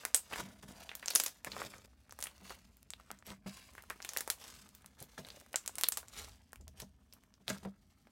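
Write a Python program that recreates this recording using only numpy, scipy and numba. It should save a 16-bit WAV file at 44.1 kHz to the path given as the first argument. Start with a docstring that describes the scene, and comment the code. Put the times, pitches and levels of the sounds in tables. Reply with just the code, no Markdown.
"""Kneading bead-filled slime

Two hands knead a sticky, bead-filled slime on a table top, close to one microphone in a small quiet room.
Trapped air pockets burst as sharp pops: short rings with a snap, a thud and scattered echoes.
The peeling film crackles in swarms of tiny decaying sines, and larger wet bubbles squelch the same way.
Fingers and slime knock and press the table board, whose low modes ring, over room tone and a low rumble."""
import sys
import numpy as np
from scipy import signal
from scipy.fft import rfft, irfft
from scipy.io import wavfile
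from scipy.ndimage import uniform_filter1d
from numba import njit

SR = 44100
rng = np.random.default_rng(int(sys.argv[2]) if len(sys.argv) > 2 else 0)


def store_pcm(level_fs):
    """Save levels as 16-bit WAV."""
    pcm = np.round(np.clip(level_fs, -1, 1) * 32767).astype(np.int16)
    wavfile.write(sys.argv[1], SR, np.atleast_2d(pcm).T)


N = 357651  # length in samples


def undb(db):
    """Gain factor for a level in dB."""
    return 10 ** (np.asarray(db) / 20)


def level(x, db):
    """Scale x by its RMS; db is the RMS level it comes out at."""
    return x * undb(db) / np.sqrt(np.mean(x ** 2))


def fade(t60, size):
    """Exponential decay of 60 dB in t60 seconds."""
    return np.exp(-np.log(1000) * np.arange(size) / SR / t60)


def ring(hz, t60, size):
    """A decaying sine with peak 1."""
    y = fade(t60, size) * np.sin(2 * np.pi * hz * np.arange(size) / SR)
    return y / np.abs(y).max()


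def add(out, s, x):
    """Mix x into out from time s in seconds."""
    i = int(s * SR)
    out[i:i + len(x)] += x[:max(len(out) - i, 0)]


def pops():
    """Each pocket snaps, rings a few cycles at its cavity pitch over a short thud, then echoes."""
    # Bursting air pockets. Each row: start in seconds, level of the ring in dB, cavity pitch in Hz,
    # bright snap in dB against the ring, echo send in dB (strong inside cupped hands, weak in the open).
    pockets = [(0.0518, -23.5, 2080, 14, -18.5), (.1456, -5.5, 8370, -43, -10),
               (0.1636, -17.5, 11800, -26, -12), (0.3128, -39, 1320, -15, -8), (0.3239, -47, 1430, -13, 3),
               (.3314, -30, 1390, 1, -11), (0.3361, -24.5, 2730, -22, -16), (.359, -36.5, 1780, -2, -3),
               (0.717, -43, 9000, -10, -13), (0.8923, -28.5, 3140, -37, -13.5),
               (0.9158, -31, 2110, -32, -13), (0.9525, -28.5, 13100, 5, -14.5),
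               (1.027, -39.5, 2030, -14, -2), (1.0593, -22.5, 7400, -18, -19),
               (1.0778, -28, 6350, -12, -34), (1.0825, -14, 6000, -27, -16),
               (1.1044, -31, 11100, 13.5, -13.5), (1.1079, -22, 4470, -18, -14),
               (1.1362, -34, 6200, -12, -13), (1.152, -6.5, 10500, -15, -10.5),
               (1.1588, -7, 6100, -17.5, -15), (1.1999, -17.5, 7440, 7, -12), (1.237, -19, 12300, 0, -11.5),
               (1.2621, -29, 6240, 9, -4), (1.2818, -30, 8000, -3, -17), (1.4471, -31, 2590, 12, -17.5),
               (1.5186, -27.5, 4200, -28, -13), (1.5657, -27.5, 1120, -15, -15),
               (1.6179, -24.5, 1350, -28, -15), (1.7382, -36, 1600, -16, -11.5),
               (1.7826, -42.5, 6450, -10, -14), (2.095, -43.5, 1500, 2, -20),
               (2.1095, -36, 6090, -29.5, -19), (2.1241, -38, 1560, 9.5, -22),
               (2.1894, -35.5, 1050, 6.5, -12), (2.2047, -34, 9800, 0, -19), (2.2117, -31, 8890, -6, -15),
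               (2.226, -27.5, 6550, 10, -17), (2.2395, -22.5, 9500, -7, -12), (2.2575, -34, 2120, -12, -16),
               (2.2698, -32, 3060, 4.5, -13), (2.3802, -47, 5840, -3, -16), (2.5054, -32, 1140, -4.5, -10),
               (2.59, -48.5, 6050, -9, -17), (2.7698, -42.5, 12860, -8.5, -26),
               (2.8298, -45, 11300, 5, -35), (2.9045, -26, 7700, -13.5, -18.5),
               (2.936, -27.5, 3540, -10.5, -23), (2.9988, -46, 1340, -4, -8.5),
               (3.1046, -30, 1450, -18, -16), (3.1145, -34, 1120, 13.5, -34), (3.1888, -45, 7260, -10, -16),
               (3.2253, -42.5, 1730, -27, -22.5), (3.2668, -34, 12100, -6, -19),
               (3.3039, -33, 3700, -15, -31), (3.752, -39.5, 1570, 3, -20), (3.7803, -36, 1900, -5, -10.5),
               (3.8232, -41, 13500, 4.5, -20), (3.8377, -45, 1650, 3, -14), (3.9, -44, 1910, 23.5, -15),
               (3.9041, -24.5, 1800, -29, -12.5), (4.0032, -34, 1580, -19, -19), (4.02, -38, 6000, 2, -15),
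               (4.0257, -31.5, 6300, -17, -13), (4.048, -35, 3500, 10, -8.5), (4.091, -25, 6400, -2, -13),
               (4.135, -41.5, 1860, 19.5, -16.5), (4.1647, -24, 1870, -2, -14.5),
               (4.1723, -20.5, 12400, 9.5, -16), (4.1849, -27.5, 7000, -10, -11),
               (4.2076, -35, 1830, 19.5, -12.5), (4.2769, -25.5, 1090, 5.5, -17),
               (4.3013, -35, 4400, 27, -11.5), (4.6905, -44, 8100, 2, -27.5),
               (4.7502, -38.5, 13890, 2, -16), (4.809, -56, 1490, 0, -9), (4.822, -49, 9300, -5, -25),
               (4.845, -43.5, 1530, -6, -15), (4.861, -40, 9270, 7.5, -22), (5.003, -39.5, 9000, -2, -8.5),
               (5.026, -30.5, 12000, -4, -16.5), (5.2487, -40.5, 4050, -9, -8.5),
               (5.268, -43, 8900, 0, -13), (5.287, -38.5, 4030, 5, -17), (5.3032, -33, 4200, -36, -15),
               (5.4128, -44, 1920, 5, -27), (5.463, -46, 1500, 1.5, -20), (5.5304, -50, 5500, 20.5, -15),
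               (5.5428, -23.5, 1680, -30, -11.5), (5.5588, -12, 7400, -20, -14.5),
               (5.6615, -40, 7150, 17.5, -19), (5.6776, -19.5, 7800, -1.5, -17), (5.694, -37, 890, 0, -16),
               (5.755, -27, 9200, -11, -13.5), (5.7835, -35, 2180, 18.5, -11),
               (5.812, -24, 11700, 8.5, -20), (5.836, -23.5, 4500, 20, -19.5),
               (5.8419, -15.5, 4160, -33, -17.5), (5.8674, -34, 3640, -10, -10),
               (5.8857, -8.5, 13200, -19, -24), (5.888, -7, 11200, -38, -23.5),
               (5.9218, -22, 8100, -0.5, -10.5), (5.9415, -38, 6500, -10, -20),
               (5.9725, -39, 1480, 25, -11), (6.03, -41, 1200, -7, -16), (6.0835, -36, 7660, -7, -19.5),
               (6.5211, -47, 8650, -10, -24), (6.5316, -34.5, 1390, 5.5, -19),
               (6.5587, -43, 2670, 8.5, -20), (6.611, -48, 7100, -17, -12),
               (6.6801, -43.5, 6250, 11, -17.5), (6.8015, -38, 4500, 14, -13),
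               (6.8193, -33, 6200, -15, -15.5), (7.1262, -42, 5360, -14.5, -12),
               (7.1357, -40, 11950, -2.5, -13), (7.237, -52, 2140, 6, -20), (7.34, -45, 5530, -18.5, -18.5),
               (7.4805, -20, 3830, -6, -19), (7.5003, -23.5, 7000, -3, -16), (7.584, -41.5, 5500, -3, -25),
               (7.6508, -33.5, 1060, -17, -14), (8.071, -45.5, 930, -13, -14)]
    out = np.zeros(N)
    for s, db, hz, snap_db, echo_db in pockets:
        stronger_db = db + 30
        # cycles until the ring is down 60 dB: higher and stronger pockets ring for more of them
        cycles = 8.3 + 3.3 * np.log2(hz / 4000) + 0.08 * stronger_db
        pop = undb(db) * ring(hz, max(cycles, 1) / hz, size=512)
        # the film itself tearing
        pop += undb(db + snap_db) * ring(9100.0, 0.0003, size=512)
        # the thud grows by only 0.4 of the pop's dB
        thud_db = -71.5 + 0.4 * stronger_db
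        pop += undb(thud_db) * ring(590.0, 0.012, size=512)
        add(out, s, pop)
        add(out, s, undb(echo_db) * signal.fftconvolve(echoes(), pop))
    # so small a source pushes no bass
    return signal.sosfilt(signal.butter(2, 450., "highpass", fs=SR, output="sos"), out)


def echoes(near_t60=0.014, far_t60=0.14, far_db=-9, patchy_db=4, gap_s=0.00033, size=6144):
    """Scattered returns: quick ones from hands and table, a longer wash from the walls."""
    shape = fade(near_t60, size) + undb(far_db) * fade(far_t60, size)
    patches = undb(patchy_db * rng.standard_normal(size))
    y = rng.standard_normal(size) * patches * shape
    y[:int(gap_s * SR)] = 0
    # set the gain by the energy of the earliest returns
    return y / np.sqrt(np.sum(y[:256] ** 2) / 16)


def film_crackle(effort_db, peel_gain):
    """Film tears as a dense fizz in fluttering clumps, with sparse dry ticks; kneading and peels drive both."""
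    # Tick loudness by pitch. Each row: pitch in Hz, relative level in dB.
    film_sizes = [(2500, -3), (4200, 1.5), (6500, 6), (10000, 4), (14000, 3.5)]
    fizz = swarm(film_sizes, per_s=5000., cycles=6.0, scatter_db=3.1, echo_db=-14.0, size=16384)
    # lone threads of film that tear with a dry, broad tick
    ticks = swarm(film_sizes, per_s=150., cycles=3.0, scatter_db=3.0, echo_db=-18.0, size=32768)
    gain = undb(effort_db) + peel_gain
    return gain * (flutter() * fizz + undb(-5) * ticks)


def wet_squelch(effort_db, peel_gain):
    """Larger wet bubbles ring lower and sparser; their level grows more slowly with effort than the crackle."""
    # Bubble loudness by pitch. Each row: pitch in Hz, relative level in dB.
    bubble_sizes = [(300, -27.5), (600, 1), (1200, 3.5), (2500, 8.5)]
    bubbles = swarm(bubble_sizes, per_s=900., cycles=5.0, scatter_db=3.8, echo_db=-12.0, size=16384)
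    kneading_db = -70 + 0.94 * (effort_db + 70)
    gain = undb(kneading_db) + peel_gain
    return gain * flutter() * bubbles


def peels(size=16384):
    """Gain of the film crackle and of the squelch: each pull swells to its climax and dies away."""
    # Slime peeling off skin or table in one pull. Each row: climax in seconds, swell in seconds,
    # die-away t60 in seconds (cut off after size samples), film crackle gain in dB, squelch gain in dB.
    pulls = [(.335, 0.046, 0.64, -52, -47.5), (0.398, 0.024, 0.08, -46, -43),
             (0.451, 0.0057, 0.062, -62, -65), (0.627, 0.0025, 0.091, -57.5, -56),
             (0.687, 0.0091, 0.18, -55.5, -50), (0.997, 0.0027, 0.015, -52, -76),
             (1.473, 0.016, 0.099, -52, -45), (1.598, 0.099, 0.2, -53, -53),
             (1.85, .012, 0.026, -62.5, -65), (2.505, 0.11, 0.22, -56, -58),
             (3.279, 0.032, 0.078, -56, -63.5), (3.301, 0.036, 0.15, -52, -51.5),
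             (3.463, 0.0017, 0.085, -55, -44.5), (4.42, 0.041, 0.78, -57, -67), (4.473, 0.016, 1, -63, -68),
             (5.022, 0.046, 0.1, -61, -65), (5.18, 0.0026, 0.087, -53.5, -49),
             (6.203, 0.092, 0.39, -52, -63), (6.81, 0.059, 0.11, -56.5, -61),
             (7.135, 0.011, 0.42, -77.5, -74.5), (7.505, 0.038, 0.24, -48.5, -46.5),
             (7.632, 0.0029, 0.12, -64, -63)]
    film, squelch = np.zeros((2, N))
    for s, swell_s, t60, film_db, squelch_db in pulls:
        swell = np.arange(0, 1, 1 / (swell_s * SR))
        shape = np.append(swell, fade(t60, size))
        add(film, s - swell_s, undb(film_db) * shape)
        add(squelch, s - swell_s, undb(squelch_db) * shape)
    return film, squelch


def swarm(sizes, per_s, cycles, scatter_db, echo_db, size=8192):
    """Random ticks, most tiny and a few large, each ringing at the pitch of its own bubble."""
    size_hz, size_db = np.transpose(sizes)
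    when, place, side, luck = rng.random((int(per_s * N / SR), 4)).T
    # pitches spread evenly over the octaves
    hz = size_hz[0] * (size_hz[-1] / size_hz[0]) ** place
    db = np.interp(np.log(hz), np.log(size_hz), size_db)
    # exponential scatter, capped so that no tick sticks out too far
    db += scatter_db * np.minimum(-np.log(1 - luck), 4.5)
    gain = np.sign(side - .5) * undb(db)
    ticks = grains(N, (when * N).astype(np.int64), hz, cycles, gain, float(SR))
    out = ticks.copy()
    # the hands keep moving, so each block of size samples gets a new echo pattern
    for i in range(0, N, size):
        add(out, i / SR, undb(echo_db) * signal.fftconvolve(ticks[i:i + size], echoes()))
    return level(out, 0)


@njit
def grains(size, start, hz, cycles, gain, sr):
    """Adds one sine for each grain, decaying by 60 dB over the given cycles."""
    out = np.zeros(size)
    for k in range(len(start)):
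        # turning and shrinking a complex number each sample draws the decaying sine
        turn = np.exp((2j * np.pi - np.log(1000) / cycles) * hz[k] / sr)
        z = gain[k] + 0j
        for i in range(start[k], min(start[k] + int(cycles * sr / hz[k]), size)):
            out[i] += z.imag
            z *= turn
    return out


def flutter(per_s=70, spread_db=3.5):
    """Gain that jumps about quickly, with short glides: the film lets go in clumps."""
    hold = int(SR / per_s)
    steps = np.repeat(rng.standard_normal(N // hold + 1), hold)[:N]
    glides = uniform_filter1d(steps, size=hold // 2)
    return level(undb(spread_db * glides), 0)


def table(pressure):
    """Knocks and shifting finger pressure both drive the modes of the board."""
    # Modes of the table board. Each row: pitch in Hz, relative level in dB, t60 in seconds.
    modes = [(150, -5, .1), (197, 0, .16), (245, -6, .1), (410, -16, .05), (630, -10, .07)]
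    # Knocks on the table. Each row: start in seconds, peak of the board's ring in dB.
    knocks = [(0.39, -43.5), (0.501, -53), (0.632, -46.5), (0.689, -45), (1.469, -46), (1.552, -51),
              (1.648, -44.5), (1.739, -56), (2.416, -51.5), (3.109, -51.5), (3.271, -48.5), (3.3, -43.5),
              (3.46, -37.5), (5.014, -43), (5.186, -40.5), (6.172, -57), (6.601, -56.5), (6.67, -58),
              (6.74, -58.5), (6.821, -44.5), (7.408, -58), (7.482, -40), (7.502, -32), (7.629, -47),
              (7.652, -33)]
    board = sum(undb(db) * ring(hz, t60, size=8192) for hz, db, t60 in modes)
    rubbing = signal.fftconvolve(rng.standard_normal(N), board)[:N]
    out = pressure * level(rubbing, -2.5)
    puff_band = signal.butter(2, [150., 550.], "bandpass", fs=SR, output="sos")
    for s, db in knocks:
        # soft flesh lands as a short rough push, not a single tap
        push_shape = fade(0.1, size=4096) - fade(0.0033, size=4096)
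        push = rng.standard_normal(4096) * push_shape
        knock = signal.fftconvolve(push, board)
        # the slime between hand and board adds a dull, broad puff
        puff = signal.sosfilt(puff_band, push)
        add(out, s, undb(db) * knock / np.abs(knock).max())
        add(out, s, undb(db - 3.0) * puff / np.abs(puff).max())
    return out


def finger_pressure(squelch_peel, t60=0.65, lean_db=-4.5, rest_db=-74):
    """Each pull leans on the board, then lets go slowly, as a one-pole smoothing; resting hands add a floor."""
    keep = undb(-60 / (t60 * SR))
    lean = signal.lfilter([1 - keep], [1, -keep], squelch_peel)
    return undb(rest_db) + undb(lean_db) * lean


def room():
    """Steady hiss and hum of the room as shaped noise, with a distant low rumble that swells."""
    # Spectrum of the room tone. Each row: frequency in Hz, relative density in dB per Hz.
    tone_curve = [(15, -54), (25, -30.5), (48, 3.5), (160, -9.5), (242, -1), (326, -14), (779, -37),
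                  (874, -35.5), (2820, -37), (6000, -39.5), (7800, -58.5), (13200, -120)]
    # Distant low rumble. Each row: time in seconds, gain in dB.
    rumble_curve = [(0.0, -87), (0.09, -73), (0.74, -64), (1.4, -82), (1.47, -66.5), (5.92, -71),
                    (6.25, -53), (6.5, -75.5), (6.62, -53.5), (7.34, -83), (7.54, -65), (8.11, -76.5)]
    hz, db = np.transpose(tone_curve)
    f = np.arange(N // 2 + 1) * SR / N + 1  # 1 Hz up, to keep the logarithm finite
    tone_gain = undb(np.interp(np.log(f), np.log(hz), db))
    tone = irfft(rfft(rng.standard_normal(N)) * tone_gain, N)
    low_band = signal.butter(2, [48., 85.], "bandpass", fs=SR, output="sos")
    low = signal.sosfilt(low_band, rng.standard_normal(N))
    rumble_db = np.interp(np.arange(N) / SR, *np.transpose(rumble_curve))
    return level(tone, -72.5) + undb(rumble_db) * level(low, 0)


def scene():
    """Kneading effort and single peels drive the slime; pops, table and room join in."""
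    # Kneading effort, as the gain of the film crackle. Each row: time in seconds, gain in dB.
    kneading = [(0, -57.5), (.13, -66), (.48, -72), (.5, -86.5), (.62, -79), (.81, -60.5), (.99, -71.5),
                (1.14, -53), (1.42, -72), (1.63, -56.5), (1.76, -63.5), (1.86, -70.5), (1.88, -79),
                (2.08, -76), (2.26, -68), (2.9, -79), (3.12, -69.5), (3.4, -97), (3.5, -59.5), (3.9, -72),
                (4.16, -59), (4.6, -81), (4.72, -81.5), (5.4, -61.5), (5.45, -72.5), (5.83, -67),
                (6.17, -70), (6.6, -84.5), (8.11, -79.5)]
    effort_db = np.interp(np.arange(N) / SR, *np.transpose(kneading))
    film_peel, squelch_peel = peels()
    slime = pops() + film_crackle(effort_db, film_peel) + wet_squelch(effort_db, squelch_peel)
    mix = slime + table(finger_pressure(squelch_peel)) + room()
    return mix[None]  # one channel


def record(dry):
    """The microphone hisses faintly and drops the deepest bass; the recorder cuts the top."""
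    hiss_db, bass_cut_hz, top_hz = -90, 40., 15900
    wet = dry + level(rng.standard_normal(N), hiss_db)
    wet = signal.sosfilt(signal.butter(2, bass_cut_hz, "highpass", fs=SR, output="sos"), wet)
    return signal.sosfilt(signal.ellip(8, .2, 70, top_hz, fs=SR, output="sos"), wet)


dry = scene()
out = record(dry)
store_pcm(out)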